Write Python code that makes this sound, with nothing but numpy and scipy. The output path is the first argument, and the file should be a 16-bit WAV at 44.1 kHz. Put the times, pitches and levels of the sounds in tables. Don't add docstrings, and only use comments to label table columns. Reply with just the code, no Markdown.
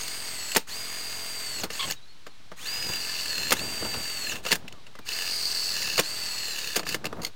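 import sys
import numpy as np
from scipy import signal
from scipy.fft import rfft, irfft, next_fast_len
from scipy.io import wavfile
from scipy.ndimage import uniform_filter1d

SR = 44100
rng = np.random.default_rng(int(sys.argv[2]) if len(sys.argv) > 2 else 0)


def master_out(mix):
    frames = np.transpose(np.atleast_2d(mix))
    ceiling = np.clip(frames, -1, 1)
    pcm = np.round(ceiling * 32767).astype(np.int16)
    wavfile.write(sys.argv[1], SR, pcm)


N = 324135

# f/Hz, density/dB
STREET_SPECTRUM = [(18, -12.5), (30, -0.5), (32, -13), (53, -7.5), (88, -6), (103, -3), (345, -44),
                   (962, -18.5), (2610, -17.5), (4080, -15.5), (4910, -20), (16000, -41)]
# f/Hz, density/dB
WIND_SPECTRUM = [(20, -25), (45, 5), (90, 5), (170, 7), (400, 1), (800, -2), (1500, -9.5), (4000, -37)]
# t/s, peak/dB, rise and fall constant/s
GUSTS = [(1.619, -44, 0.073), (1.88, -37, .025), (2.9, -39, 0.054), (3.42, -45.5, 0.15),
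         (3.63, -37.5, 0.13), (3.86, -41.5, 0.074), (3.97, -38.5, 0.047), (4.33, -41, 0.08),
         (4.62, -48, 0.18), (5.3, -56, .25), (5.88, -49.5, 0.21), (6.92, -42, 0.093), (7.05, -40, 0.041),
         (7.12, -42, .03), (7.19, -34, 0.039)]
# t/s, length/s, start f/Hz, end f/Hz, level/dB
BIRD_CALLS = [(1.953, .045, 3800, 3780, -51.5), (2.013, 0.051, 3880, 4080, -56),
              (2.075, 0.061, 4280, 4420, -56), (2.29, .04, 4150, 4300, -60),
              (4.722, 0.096, 1274, 1050, -59), (4.93, 0.082, 2100, 1950, -59),
              (4.999, 0.097, 2450, 2260, -58)]

# t/s, level/dB
SQUEAL_ENVELOPE = [(1.785, -82), (1.797, -29), (1.825, -32), (1.848, -29), (1.865, -63)]
# f/Hz, width/Hz, relative gain/dB
FRAME_MODES = [(1495, 410, -10.5), (2050, 186, 5.5), (2800, 750, 1.5), (3560, 510, 3), (4570, 860, 1),
               (5350, 590, 2), (6910, 1100, -1.5), (7860, 500, -6.5), (8060, 730, -4.5),
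               (11500, 3400, -10.5), (14600, 1100, -4.5)]
# f/Hz, width/Hz, relative gain/dB
PANEL_MODES = [(189, 36, 2.5), (308.5, 32, 3.5), (440, 100, 4), (747, 235, -3.5), (880, 52, 1),
               (1250, 490, -3)]
# f/Hz, relative gain/dB
STRUCK_BIT_MODES = [(1200, -2.5), (1600, -5), (1750, -3), (2100, -12.5), (2700, -3.5), (2900, -6),
                    (4350, -1.5), (4700, -3), (6550, 2)]
# t/s, clack/dB, thud/dB, treble/dB, decay/s, favoured f/Hz
KNOCKS = [(0.01, -22, -51, 2, .004, 6500), (0.033, -18, -49, 0, .003, 6500),
          (0.079, -22.5, -47, 8, .004, 4350), (0.517, -17, -50, 6, 0.0032, 2880),
          (1.6342, -18, -25.5, 2.5, 0.0099, 3600), (1.702, -21.5, -36, -11, 0.0072, 2200),
          (1.752, -24, -35, -8, 0.0024, 4350), (1.9092, -8.5, -27, 6, .002, 4350),
          (1.921, -10, -52, -10, 0.0018, 6500), (2.2649, -29, -38, -18, 0.0077, 1420),
          (2.5165, -36, -32, -11, 0.0057, 1400), (3.822, -41, -24.5, -15, 0.0045, 1190),
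          (3.849, -34, -27, -15, 0.0082, 1200), (3.943, -30, -27, -12, 0.0045, 1200),
          (4.318, -23, -35, -8, 0.0081, 1750), (4.355, -24, -37, -2, 0.0089, 2100),
          (4.4505, -17, -29, -13, 0.004, 2897), (4.4626, -18.5, -28.5, -2, 0.0089, 2900),
          (4.509, -7, -22.5, -9, 0.0028, 1750), (4.5166, -3, -26, -5, .004, 3660),
          (4.524, -6, -21.5, 2.5, 0.0064, 1750), (4.554, -19.5, -27.5, 10, 0.0041, 1750),
          (4.6793, -21.5, -54, -18, 0.004, 2700), (4.7245, -25, -54, -10, 0.0026, 2700),
          (4.8652, -36, -50, -21, 0.0091, 2700), (4.9528, -34, -39.5, -15, 0.0052, 2100),
          (4.9884, -34, -33, 6, 0.0038, 1400), (5.119, -17, -46, -16, .0034, 2900),
          (5.187, -12, -49, -10, 0.0028, 2914), (5.823, -13, -45, -9, .003, 2900),
          (5.876, -16, -33, -6, .003, 2710), (5.934, -20, -37, -6, .003, 4420),
          (6.758, -14, -30, 2, .006, 4700), (6.7623, -12.5, -24, 5.5, 0.01, 2100),
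          (6.7932, -19, -26.5, -1, 0.0058, 4700), (6.8307, -24, -34.5, -15, 0.0049, 1750),
          (6.866, -19.5, -32, -9, .005, 1750), (6.8885, -19.5, -42, 5, 0.0059, 4700),
          (6.9432, -12, -26.5, 0, 0.0058, 2100), (7.0425, -19.5, -31, -6, 0.004, 1750),
          (7.0535, -13.5, -29.5, -1.5, 0.0042, 2700), (7.0655, -18.5, -30, -7, 0.0038, 2700),
          (7.1274, -44, -25.5, -21, 0.0032, 1770), (7.2177, -27.5, -51, 2, 0.0059, 4680),
          (7.2308, -31, -35.5, 8, 0.012, 4700), (7.2477, -10.5, -42, -2, 0.0037, 4670),
          (7.2638, -28.5, -42, 3.5, 0.0094, 4000)]
# t/s, peak/dB, snag/dB
SLAMS = [(0.5623, -1.5, -13.5), (3.5205, -2.5, -11.5), (5.9913, -4, -9)]
# delay/s, clack/dB re peak, thud/dB re peak, treble/dB, decay/s, favoured f/Hz
BOUNCES = [(0, -4, -13, 2, .0047, 1800), (.004, -5.5, -14.5, 10.5, 0.0037, 2260),
           (0.015, -10, -48, 4, .003, 2750)]

# press t/s, release t/s, spin-up constant/s, braking time/s
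PULLS = [(-0.3, 0.566, 0.013, 0.079), (0.665, 1.602, 0.027, 0.069), (1.69, 1.9, 0.026, 0.059),
         (2.56, 4.297, 0.048, 0.13), (4.424, 4.522, 0.028, 0.06), (5.046, 6.757, 0.039, 0.077),
         (6.846, 6.93, 0.016, 0.05)]
# t/s, speed/(rev/s)
HELD_SPEEDS = [
    [(0.0, 326), (0.1, 319), (0.2, 318), (0.3, 313), (0.4, 293.5), (0.46, 287), (0.535, 286.5),
     (0.56, 275.5)],
    [(0.8, 325.5), (0.88, 320), (1.0, 317.5), (1.1, 318), (1.3, 315.5), (1.4, 312.5), (1.5, 301),
     (1.6, 286)],
    [(1.75, 316), (1.795, 325), (1.82, 297), (1.86, 305.5), (1.9, 293)],
    [(2.6, 312), (2.655, 280), (2.68, 335), (2.82, 331.5), (2.9, 321), (3.1, 310), (3.25, 303),
     (3.35, 283.5), (3.42, 279.5), (3.55, 284), (3.62, 314), (3.85, 309), (4.0, 312.5), (4.15, 304),
     (4.22, 290.5), (4.3, 276)],
    [(4.45, 266)],
    [(5.09, 302), (5.15, 343), (5.22, 324), (5.35, 320), (5.6, 302), (5.7, 291.5), (5.9, 253), (5.98, 245),
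     (6.04, 311), (6.18, 305.5), (6.26, 300), (6.33, 290), (6.42, 287), (6.5, 280.4), (6.58, 257.5),
     (6.75, 235)],
    [(6.85, 218)],
]
# start t/s, fan/dB, mesh/dB, chatter/dB, ring/dB
STAGES = [(0, -47, -45, -48, -39.5), (0.12, -44, -44, -51, -41.5), (0.65, -41, -51, -50.5, -43),
          (1.279, -38.5, -45.5, -50, -44.5), (1.68, -51, -46, -42.5, -41), (2.5, -40, -64, -70, -52),
          (2.647, -35, -63, -37.5, -44.5), (2.98, -38.5, -51, -42, -35.5), (3.3, -34.5, -50, -41.5, -39),
          (3.53, -37, -48, -43.5, -45), (4.42, -50, -66, -41, -42), (5.0, -40.5, -64, -37.5, -33.5),
          (5.3, -36, -45.5, -45.5, -30), (5.72, -43.5, -51, -42, -32.5), (6.0, -37.5, -48, -46.5, -38),
          (6.55, -39, -58, -42.5, -39), (6.83, -51, -70, -39, -34)]
# f/Hz, density/dB
RUSH_SPECTRUM = [(60, -11), (140, -11), (400, -3), (900, 4.5), (2000, 6), (3500, 5), (5000, 0.5), (6000, 0),
                 (6700, 9.5), (7300, -0.5), (8400, 4.5), (9500, -3), (12500, -4), (16000, -5)]
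CARRIER_HARMONICS_DB = (-66.5, -62.5, -66, -66, -64, -64, -71, -64, -61, -65, -80, -75, -68, -60, -82, -71)
FAN_HARMONICS_DB = (0, -25, -21)
GEAR_ORDERS = (6.74, 7, 19.28, 24.48, 24.8, 25.72, 34.28, 35.2, 38.57, 42.86, 43.46, 47.14)
GEAR_DB = (-54, -57, -60, -56, -57, -53, -66, -66, -70, -60, -65, -65)
# f/Hz, width/Hz, relative gain/dB
CHATTER_MODES = [(446, 44, -3.5), (1747, 115, 4), (2180, 49, -7), (2684, 153, 7.5), (2964, 45, 7),
                 (3520, 210, -4.5), (4310, 67, 2), (5670, 160, -3.5), (6570, 78, 1.5), (7370, 730, -7.5),
                 (15000, 850, -10)]
# f/Hz, width/Hz, relative gain/dB
SPINNING_BIT_MODES = [(4320, 410, 8.5), (4670, 253, 11), (4910, 180, 9), (5800, 1550, -3.5),
                      (10300, 1300, -12), (14800, 390, -7.5)]

CARRIER_RATIO = .14
TIME_S = np.arange(N) / SR


def from_db(db):
    return 10 ** (np.asarray(db) / 20)


def unit_rms(x):
    return x / np.sqrt(np.mean(x ** 2) + 1e-20)


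def curve(rows):
    return np.interp(TIME_S, *np.transpose(rows))


def add(track, start_s, piece):
    at = round(start_s * SR)
    track[at:at + len(piece)] += piece[:N - at]


def drift(rate_hz):
    pole = np.exp(-40 * np.pi * rate_hz / SR)
    white = rng.standard_normal(N // 20 + 2002)
    slow = signal.lfilter([1], [1, -2 * pole, pole * pole], white)[2000:]
    return np.interp(np.arange(N) / 20, np.arange(len(slow)), unit_rms(slow))


def noise(spectrum):
    hz, db = np.transpose(spectrum)
    size = next_fast_len(N)
    bins_hz = np.maximum(np.arange(size // 2 + 1) * SR / size, 1)
    gain = from_db(np.interp(np.log(bins_hz), np.log(hz), db)) * np.minimum(bins_hz / hz[0], 1) ** 2
    return unit_rms(irfft(rfft(rng.standard_normal(size)) * gain, size)[:N])


def resonate(x, modes):
    out, power = 0, 0
    for k, (hz, width_hz, db) in enumerate(modes):
        r = np.exp(-np.pi * width_hz / SR)
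        band = signal.lfilter([1, 0, -1], [1, -2 * r * np.cos(2 * np.pi * hz / SR), r * r], x + 1e-18)
        out = out + (-1) ** k * from_db(db) * (1 - r * r) / 2 * band
        power += from_db(db) ** 2 * (1 - r * r) / 2
    return out / np.sqrt(power)


def street(level_db=-56):
    return from_db(level_db) * noise(STREET_SPECTRUM)


def wind(breeze_db=-63):
    gust_power = sum((from_db(db) * np.exp(-abs(TIME_S - peak_s) / fade_s)) ** 2
                     for peak_s, db, fade_s in GUSTS)
    lumps = from_db(2.5 * drift(70))
    return np.sqrt(from_db(breeze_db) ** 2 + gust_power) * unit_rms(noise(WIND_SPECTRUM) * lumps)


def birds():
    out, waver = np.zeros(N), .011 * drift(150)
    for start_s, length_s, start_hz, end_hz, db in BIRD_CALLS:
        progress = np.linspace(0, 1, round(length_s * SR))
        glide_hz = start_hz + (end_hz - start_hz) * progress
        hz = glide_hz * (1 + waver[round(start_s * SR):][:len(progress)])
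        envelope = from_db(db) * np.sqrt(2) * np.sin(np.pi * progress)
        add(out, start_s, envelope * np.sin(2 * np.pi * np.cumsum(hz) / SR))
    return out


def roof_echo(x, echo_db=-17, t60_s=.14):
    t = TIME_S[:SR // 4]
    tail = rng.standard_normal(len(t)) * np.exp(-np.log(1000) * t / t60_s) * (t > .003)
    return x + from_db(echo_db) * signal.fftconvolve(x, tail / np.linalg.norm(tail))[:N]


def squeal(pitch_hz=1097, harmonics_db=(-3.5, -6.5, 2.5, -5), rough_db=3):
    phase = 2 * np.pi * np.cumsum(pitch_hz * (1 + .07 * drift(500))) / SR
    tone = sum(from_db(db) * np.sin(k * phase) for k, db in enumerate(harmonics_db, 1))
    gate = (TIME_S > SQUEAL_ENVELOPE[0][0]) & (TIME_S < SQUEAL_ENVELOPE[-1][0])
    return unit_rms(tone) * from_db(curve(SQUEAL_ENVELOPE) + rough_db * drift(220)) * gate


def snags_and_bounces(lead_s=.014, snag_decay_s=.007, snag_hz=3700):
    rows = []
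    for slam_s, peak_db, snag_db in SLAMS:
        rows.append((slam_s - lead_s, snag_db, snag_db - 14.5, 0, snag_decay_s, snag_hz))
        for delay_s, clack_db, thud_db, *timbre in BOUNCES:
            rows.append((slam_s + delay_s, peak_db + clack_db, peak_db + thud_db, *timbre))
    return rows


def knocks(clack_trim_db=-5.5, thud_trim_db=-1, treble_hz=7000, focus_db_per_oct=19, spread_db=1.5):
    clack, thud, ring = np.zeros((3, N))
    t = TIME_S[:SR // 10]
    rise = 1 - np.exp(-t / .0014)
    for start_s, clack_db, thud_db, treble_db, decay_s, favoured_hz in snags_and_bounces() + KNOCKS:
        hard, soft = rng.standard_normal((2, len(t)))
        hard = hard * rise * np.exp(-t / decay_s)
        treble = hard - signal.lfilter(*signal.butter(1, treble_hz, fs=SR), hard)
        modes = 0
        for hz, db in STRUCK_BIT_MODES:
            octaves_off = abs(np.log2(hz / favoured_hz))
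            mode_db = db - focus_db_per_oct * octaves_off + spread_db * rng.standard_normal()
            modes += from_db(mode_db) * np.sin(2 * np.pi * (hz * t + rng.random()))
        add(clack, start_s, from_db(clack_db + clack_trim_db) * (hard + (from_db(treble_db) - 1) * treble))
        add(ring, start_s, from_db(clack_db) * modes * rise * np.exp(-t / (.53 * decay_s)))
        add(thud, start_s, from_db(thud_db + thud_trim_db) * soft * np.exp(-t / (1.61 * decay_s)))
    return resonate(clack, FRAME_MODES) + ring + resonate(thud, PANEL_MODES)


def slams(contact_s=.00029, highpass_hz=190, boom_db=-13):
    push = np.zeros(N)
    pulse = np.sin(np.pi * np.minimum(TIME_S[:SR // 100] / contact_s, 1)) ** 2
    for slam_s, peak_db, _ in SLAMS:
        add(push, slam_s, -from_db(peak_db) * pulse)
    crack = signal.sosfilt(signal.butter(2, highpass_hz, "high", fs=SR, output="sos"), push)
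    return crack + from_db(boom_db) * resonate(push, PANEL_MODES)


def motor(free_rps=334.4, loaded_rps=274.4, jolt_loss=.25, jolt_s=.02):
    speed_rps, load, braking = np.zeros((3, N))
    for (press_s, release_s, spin_up_s, brake_s), speeds in zip(PULLS, HELD_SPEEDS):
        held_rps = curve(speeds)
        spin_up = 1 - np.exp(-np.maximum(TIME_S - press_s, 0) / spin_up_s)
        stopping = np.clip((TIME_S - release_s) / brake_s, 0, 1)
        running = (TIME_S > press_s) & (stopping < 1)
        speed_rps += held_rps * spin_up * (1 - stopping)
        load += running * np.clip((free_rps - held_rps) / (free_rps - loaded_rps), 0, 1)
        braking += running * (stopping > 0)
    for slam_s, *_ in SLAMS:
        age = np.maximum(TIME_S - slam_s, 0) / jolt_s
        speed_rps *= 1 - jolt_loss * age * np.exp(1 - age)
    return speed_rps, load, braking


def inrush(fade_s=.036):
    return sum((TIME_S > press_s) * np.exp(-abs(TIME_S - press_s) / fade_s) for press_s, *_ in PULLS)


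def effort_db(speed_rps, load, braking, fan_full_rps=272, fan_faded_rps=265):
    starts_s, *levels_db = np.transpose(STAGES)
    stage = np.searchsorted(starts_s[1:], TIME_S)
    fan_db, mesh_db, chatter_db, ring_db = np.array(levels_db)[:, stage]
    slow = np.clip((fan_full_rps - speed_rps) / (fan_full_rps - fan_faded_rps), 0, 1)
    extra_load = load - .5
    fan_db += 11 * inrush() - 9 * slow
    mesh_db += 7.5 * extra_load + 9.5 * braking
    chatter_db += 8 * extra_load + 4.5 * braking
    ring_db += 3.5 * extra_load
    return uniform_filter1d([fan_db, mesh_db, chatter_db, ring_db], size=1300, axis=1)


def rush(turns, level_db=-40, throb_db=-.9, rattle_db=1.5):
    throb = np.cos(2 * np.pi * 2 * CARRIER_RATIO * turns)
    return from_db(level_db + throb_db * throb + rattle_db * drift(260)) * noise(RUSH_SPECTRUM)


def gear_hum(turns):
    return np.sqrt(2) * sum(from_db(db) * np.sin(2 * np.pi * (k * CARRIER_RATIO * turns + rng.random()))
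                            for k, db in enumerate(CARRIER_HARMONICS_DB, 2))


def whine(turns, engaged, fan_db, mesh_db, blades=15, mesh_order=26.94, flutter_db=1.07, sway_rad=.44):
    angle = 2 * np.pi * turns
    sway = sway_rad * np.sin(CARRIER_RATIO * angle)
    fan = sum(from_db(db) * np.sin(k * (blades * angle + sway)) for k, db in enumerate(FAN_HARMONICS_DB, 1))
    mesh = from_db(mesh_db + flutter_db * drift(40)) * np.sin(mesh_order * angle)
    gears = sum(from_db(db + flutter_db * drift(120)) * np.sin(order * angle + sway)
                for order, db in zip(GEAR_ORDERS, GEAR_DB))
    fan *= from_db(fan_db + flutter_db * drift(47))
    return np.sqrt(2) * (fan + (mesh + gears) * engaged ** 1.5)


def cutting(turns, chatter_db, ring_db, grit_db=3.5, rough_db=3):
    angle = 2 * np.pi * CARRIER_RATIO * turns
    edges = np.cos(2 * angle) * (.75 + .15 * drift(4))
    bite_db = 5.5 * (edges + .3 * np.cos(angle) + .3 * np.cos(4 * angle) + .4 * np.cos(6 * angle))
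    scrape = unit_rms(rng.standard_normal(N) * from_db(bite_db + grit_db * drift(173)))
    rub = unit_rms(rng.standard_normal(N) * from_db(.41 * bite_db + rough_db * drift(200)))
    chatter = resonate(scrape * from_db(chatter_db + 2.5), CHATTER_MODES)
    return chatter + resonate(rub * from_db(ring_db + 2), SPINNING_BIT_MODES)


def drill(nominal_rps=310, jitter=.0011):
    speed_rps, load, braking = motor()
    fan_db, mesh_db, chatter_db, ring_db = effort_db(speed_rps, load, braking)
    pace = np.maximum(speed_rps, 0) / nominal_rps + 1e-9
    engaged = np.minimum(pace / .85, 1)
    stutter = .12 * (1 - engaged) * drift(400)
    turns = np.cumsum(speed_rps * (1 + jitter * drift(26.5) + stutter)) / SR
    return ((rush(turns) + gear_hum(turns)) * pace ** .99
            + whine(turns, engaged, fan_db, mesh_db) * engaged ** 1.4
            + cutting(turns, chatter_db, ring_db) * engaged ** 1.7)


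def scene():
    work = roof_echo(drill() + knocks() + slams() + squeal())
    return (work + birds() + wind() + street())[None]


def record(dry):
    cutoff_hz, dc_offset = 16100, -.0118
    return signal.sosfilt(signal.ellip(12, .1, 70, cutoff_hz, fs=SR, output="sos"), dry) + dc_offset


dry = scene()
out = record(dry)
master_out(out)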